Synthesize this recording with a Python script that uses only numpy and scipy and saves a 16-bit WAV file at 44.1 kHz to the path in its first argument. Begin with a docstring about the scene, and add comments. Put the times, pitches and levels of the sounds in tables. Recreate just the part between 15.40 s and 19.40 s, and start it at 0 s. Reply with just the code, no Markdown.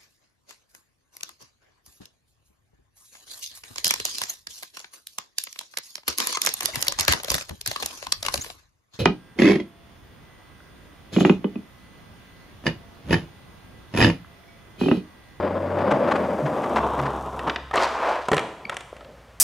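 """Skateboard wheels come rolling over rough concrete, left of centre; the board pops, slides along a low block
and lands with a clatter; the rider steps off and the board trickles on. Far away an engine drones down
through a gear change, over the air of a distant town. Wheels and slide are random clicks shaped by spectra;
knocks are noise bursts and ringing deck modes; thuds, sole and engine are sines; the yard is a noise tail."""
import sys
import numpy as np
from scipy import signal
from scipy.fft import rfft, irfft
from scipy.io import wavfile
from scipy.ndimage import uniform_filter1d

SR = 44100
rng = np.random.default_rng(int(sys.argv[2]) if len(sys.argv) > 2 else 0)


def persist_wave(psi):
    """Save psi, clipped to +-1, as 16-bit WAV."""
    counts = np.round(np.clip(psi, -1, 1) * 32767).astype(np.int16)
    wavfile.write(sys.argv[1], SR, np.atleast_2d(counts).T)


N = 176400
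T = np.arange(N) / SR

# how near the wheels sound: start_s, close_share (0 far to 1 close)
NEARNESS = [(1.05, 0.08), (1.4, 1), (3.5, 1), (3.6, 0)]


def amp(db):
    """dB to gain."""
    return 10 ** (np.asarray(db) / 20)


def rms_one(x):
    """Scale to rms 1."""
    return x / np.sqrt(np.mean(x ** 2) + 1e-20)


def in_time(rows):
    """Columns of a time table, one value per sample."""
    s, *columns = np.transpose(rows)
    return [np.interp(T, s, c) for c in columns]


def gate(rows, fade_s=0.01):
    """1 while the table runs, 0 outside, with a short fade at each end."""
    since_start = T - rows[0][0] + fade_s
    until_end = rows[-1][0] - T + fade_s
    return np.clip(np.minimum(since_start, until_end) / fade_s, 0, 1)


def drift(corner_hz):
    """Slow random wander with spread 1: noise through two equal poles at a 20th of the sample rate."""
    r = np.exp(-40 * np.pi * corner_hz / SR)
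    noise = rng.standard_normal(N // 20 + 1002)
    slow = signal.lfilter([1], [1, -2 * r, r * r], noise)[1000:]  # drop the settling
    return np.interp(np.arange(N) / 20, np.arange(len(slow)), rms_one(slow))


def band(x, low_hz, high_hz):
    """Butterworth band-pass."""
    return signal.sosfilt(signal.butter(2, [low_hz, high_hz], "band", fs=SR, output="sos"), x)


def ring(x, hz, t60_s):
    """Two-pole resonator: a unit click starts a dying sine of initial height 1."""
    r, w = amp(-60 / (t60_s * SR)), 2 * np.pi * hz / SR
    return signal.lfilter([0, np.sin(w)], [1, -2 * r * np.cos(w), r * r], x + 1e-18)


def colour(x, spectrum):
    """Shape by a spectrum table, interpolated over log frequency; rms 1."""
    hz, db = np.transpose(spectrum)
    f = np.maximum(np.fft.rfftfreq(N, 1 / SR), 1)
    gain = amp(np.interp(np.log(f), np.log(hz), db, left=-70))
    return rms_one(irfft(rfft(x) * gain, N))


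def grains(per_s, spread_db):
    """Random clicks of uneven size and sign; rms 1."""
    sizes = amp(spread_db * np.minimum(rng.exponential(1, N), 5)) * rng.choice([-1, 1], N)
    return rms_one(sizes * (rng.random(N) < per_s / SR))


def clicks(s, db):
    """One click per event."""
    out = np.zeros(N)
    out[(np.asarray(s) * SR).astype(int)] = amp(db)
    return out


def burst(s, db, t60_s):
    """Noise that rises within a millisecond at each event and dies away."""
    onsets = uniform_filter1d(clicks(s, db), size=16, origin=7)
    envelope = signal.lfilter([1], [1, -amp(-60 / (t60_s * SR))], onsets + 1e-18)
    return envelope * rng.choice([-1, 1], N)


def swells(rows, octave_db):
    """Short tones with a bell-shaped envelope and an octave."""
    total = np.zeros(N)
    for s, hz, db, length_s in rows:
        bell = np.exp(-.5 * ((T - s) / length_s) ** 2)
        tone = np.sin(2 * np.pi * hz * T) + amp(octave_db) * np.sin(2 * np.pi * 2 * hz * T)
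        total += amp(db) * bell * tone
    return total


def rolling():
    """Grit under the wheels shakes the deck: boxy from afar, brighter close by."""
    # wheels on concrete, before the pop and after the landing: start_s, level_db
    runs = [
        [(0, -26), (.25, -28.5), (.4, -21.5), (.72, -23.5), (.9, -26), (1.3, -27.5), (1.65, -26), (1.75, -32),
         (2.03, -31), (2.08, -25.5), (2.2, -47)],
        [(3.0, -27), (3.1, -44), (3.55, -55), (3.68, -47), (4, -65)],
    ]
    # spectra of the roll, far and close: freq_hz, relative_db
    far_spectrum = [(90, -16), (230, -3), (430, -8), (590, 5), (680, -11), (1100, -17), (1900, -23),
                    (4230, -47), (4850, -39), (6000, -60)]
    near_spectrum = [(90, -1), (300, 2), (1070, 6.5), (1970, -20), (3600, -21), (6000, -60)]
    judder_db, judder_hz = 2.0, 15
    grit = grains(per_s=3300, spread_db=3) * amp(judder_db * drift(judder_hz))
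    close = np.clip(in_time(NEARNESS)[0], 0, 1)
    rumble = np.sqrt(1 - close) * colour(grit, far_spectrum) + np.sqrt(close) * colour(grit, near_spectrum)
    return rumble * sum(gate(run) * amp(in_time(run)[0]) for run in runs)


def bearings_and_trucks():
    """The bearings hiss as dense fine clicks; close by, loose trucks add sparse ticks."""
    # level of hiss and ticks together: start_s, level_db
    hiss_level = [(0, -67.5), (.8, -57), (1.3, -55.5), (2.15, -59.5)]
    # their spectrum: freq_hz, relative_db
    hiss_spectrum = [(4000, -18), (5600, -8.5), (11700, -15.5), (16000, -18)]
    close = np.clip(in_time(NEARNESS)[0], 0, 1)
    truck_ticks = .8 * close * grains(per_s=45, spread_db=1.5)
    hiss_and_ticks = colour(grains(per_s=6500, spread_db=1.7) + truck_ticks, hiss_spectrum)
    return gate(hiss_level) * amp(in_time(hiss_level)[0]) * hiss_and_ticks


def bumps():
    """Each crack or scuff gives a short rattle of the trucks: band-passed clicks under a smooth hump."""
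    # wheels over cracks, scuffs: start_s, rattle_db
    cracks = [(0.374, -29), (0.4, -32), (0.5027, -15), (0.67, -26), (0.7044, -17), (0.747, -23),
              (1.05, -26.5), (1.226, -27.5), (1.3528, -16), (1.3704, -23.5), (1.5823, -22.5), (1.62, -29),
              (1.649, -24.5), (2.0643, -23.5), (3.312, -30.5)]
    bump_s = 0.03
    s, db = np.transpose(cracks)
    rattle = rms_one(band(grains(per_s=5000, spread_db=2.1), 440, 1400))
    return np.convolve(clicks(s, db), signal.windows.hann(int(bump_s * SR)))[:N] * rattle


def sliding():
    """Stick-slip of wood on the block's edge, with coarse grit crushed under it."""
    # deck pressed on the block: start_s, body_db, grit_db
    pressure = [(2.34, -21.5, -38), (2.43, -18, -32), (2.51, -30.5, -44), (2.6, -26.5, -51.5),
                (2.69, -21.5, -40.5), (2.8, -31, -52), (2.88, -48, -51)]
    # spectrum of the slips: freq_hz, relative_db
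    slip_spectrum = [(200, -18.5), (600, -3.5), (950, -1.5), (2300, -18), (5500, -37), (16000, -56)]
    body_db, grit_db = in_time(pressure)
    slips = colour(grains(per_s=2900, spread_db=1), slip_spectrum)
    uneven = amp(4.0 * drift(30))
    grit = rms_one(band(grains(per_s=1500, spread_db=2.5) * uneven, 1700, 5000))
    return gate(pressure) * (amp(body_db) * slips + amp(grit_db) * grit)


def knocks():
    """A crack, a quicker treble tick, and deck modes shaken by rough contact, unevenly from blow to blow."""
    # the board is struck: start_s, crack_db, treble_db, body_db (each before its trim below)
    blows = [(1.9923, -22, -35, -22.5), (2.0964, -7.5, -63, -23), (2.1596, -10.5, -56, -23.5),
             (2.3108, -26, -40, -23.5), (2.3398, -32, -30, -15), (2.3569, -23, -21, -9),
             (2.3767, -9, -39, -13), (2.8848, -15, -23, -11.5), (2.9162, -15, -19, -2.5),
             (2.9311, -10, -21, -4.5), (2.9439, -21, -21, -18), (2.9669, -13, -20, -18),
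             (2.9792, -9.5, -25, -12.5), (2.9927, -14, -24, -22), (3.2953, -15, -24, -18.5),
             (3.3433, -32, -33, -33), (3.3676, -19, -23, -25), (3.407, -25, -31.5, -33),
             (3.566, -36.5, -44, -37), (3.608, -34, -57, -31.5), (3.6464, -32.5, -60, -55)]
    # modes of the deck: freq_hz
    mode_hz = [430, 580, 760, 1000, 1270, 1850]
    crack_t60_s, tick_t60_s, contact_t60_s, deck_t60_s = .026, .022, .039, .022
    strike_spread_db = 3.5
    s, crack_db, treble_db, body_db = np.transpose(blows)
    crack = band(band(burst(s, crack_db + 2.5, crack_t60_s), 900, 3420), 570, 4100)
    tick = band(burst(s, treble_db - 3, tick_t60_s), 5100, 9400)
    uneven_db = strike_spread_db * rng.standard_normal((len(s), len(mode_hz)))
    deck = np.zeros(N)
    for db, hz in zip(body_db + uneven_db.T, mode_hz):
        contact = burst(s, db - 29.5, contact_t60_s) + clicks(s, db - 18.0)
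        deck += ring(contact, hz, deck_t60_s)
    return crack + tick + deck


def thuds():
    """Deck thuds and one short low click: brief tones under a bell."""
    # thuds, and a low click at the end: centre_s, pitch_hz, level_db, length_s (spread of the bell)
    low_tones = [(.55, 132.5, -29.5, 0.028), (1.05, 146.4, -19, 0.015), (1.37, 225, -23.5, 0.023),
                 (1.63, 137.4, -26.5, 0.036), (2.945, 150, -26.5, 0.019), (3.262, 200, -36, 0.0033),
                 (3.53, 554, -25.5, 0.0011)]
    return swells(low_tones, octave_db=-12.0)


def squeak():
    """The shoe sole chirps: a brief tone with a rough, noisy edge."""
    # shoe sole: centre_s, pitch_hz, level_db (before roughening), length_s (spread of the bell)
    chirps = [(3.255, 2280, -27, .0022)]
    return swells(chirps, octave_db=-13.5) * (.9 + .35 * drift(400))


def pan(board):
    """Place the board between left and right by a level difference above the bass."""
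    # board position: start_s, left_minus_right_db (approximate)
    position = [(.6, 3.5), (2.1, 0.6)]
    pan_from_hz = 250
    aside = band(board, pan_from_hz, 13500) * (amp(in_time(position)[0] / 2) - 1)
    return board + aside * [[1], [-1]]


def yard(x):
    """Dull diffuse return from the walls, mostly alike in both channels: a dying noise tail."""
    level_db, t60_s, cut_hz, width = -13, 0.72, 12300, 0.43
    t = np.arange(SR) / SR
    # nothing returns for the first 12 ms
    mid, side = rng.standard_normal((2, SR)) * amp(-60 * t / t60_s) * (t > .012)
    mid, side = band(mid, 158, cut_hz), band(side, 1330, cut_hz)
    tail = (mid + width * side * [[1], [-1]]) / np.sqrt(np.sum(mid ** 2))
    return amp(level_db) * signal.fftconvolve(x[None], tail, axes=1)[:, :N]


def engine():
    """Firing tone of a distant engine and its octave, wavering in level."""
    # engine through the gear change: start_s, pitch_hz, level_db (of the firing tone, before it wavers)
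    revs = [(0, 88.6, -36), (.42, 96.1, -35.5), (.55, 87.4, -49), (.85, 82.6, -43), (1.25, 71, -55),
            (1.4, 66.8, -38), (2.3, 66.2, -45.5), (2.9, 65.2, -61), (4, 58, -55)]
    octave_db = -8
    hz, db = in_time(revs)
    phase = 2 * np.pi * np.cumsum(hz) / SR
    tone = np.sin(phase) + amp(octave_db) * np.sin(2 * phase)
    return np.sqrt(2) * amp(db + drift(18)) * tone


def town_air():
    """Air of a distant town: steady shaped noise, nearly alike in both channels."""
    # spectrum of the air: freq_hz, relative_db
    air_spectrum = [(40, -5), (150, -7.5), (300, -23), (550, -10.5), (1500, -16.5), (16000, -44)]
    level_db, width = -51.5, 0.099
    mid, side = [colour(rng.standard_normal(N), air_spectrum) for _ in range(2)]
    return amp(level_db) * (mid + width * side * [[1], [-1]])


def scene():
    """Board panned by its position, with yard, engine and air."""
    board = rolling() + bearings_and_trucks() + bumps() + sliding() + knocks() + thuds() + squeak()
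    board = band(board, 80, 12600)
    return pan(board) + yard(board) + engine() + town_air()


def record(dry):
    """At the microphone: peaks are rounded, the top is cut steeply."""
    ceiling, cutoff_hz = .45, 16600
    rounded = ceiling * np.tanh(dry / ceiling)
    # the stop band begins just above the cutoff
    top_cut = signal.cheby2(12, 70, cutoff_hz * 1.02, fs=SR, output="sos")
    return signal.sosfilt(top_cut, rounded)


dry = scene()
out = record(dry)
persist_wave(out)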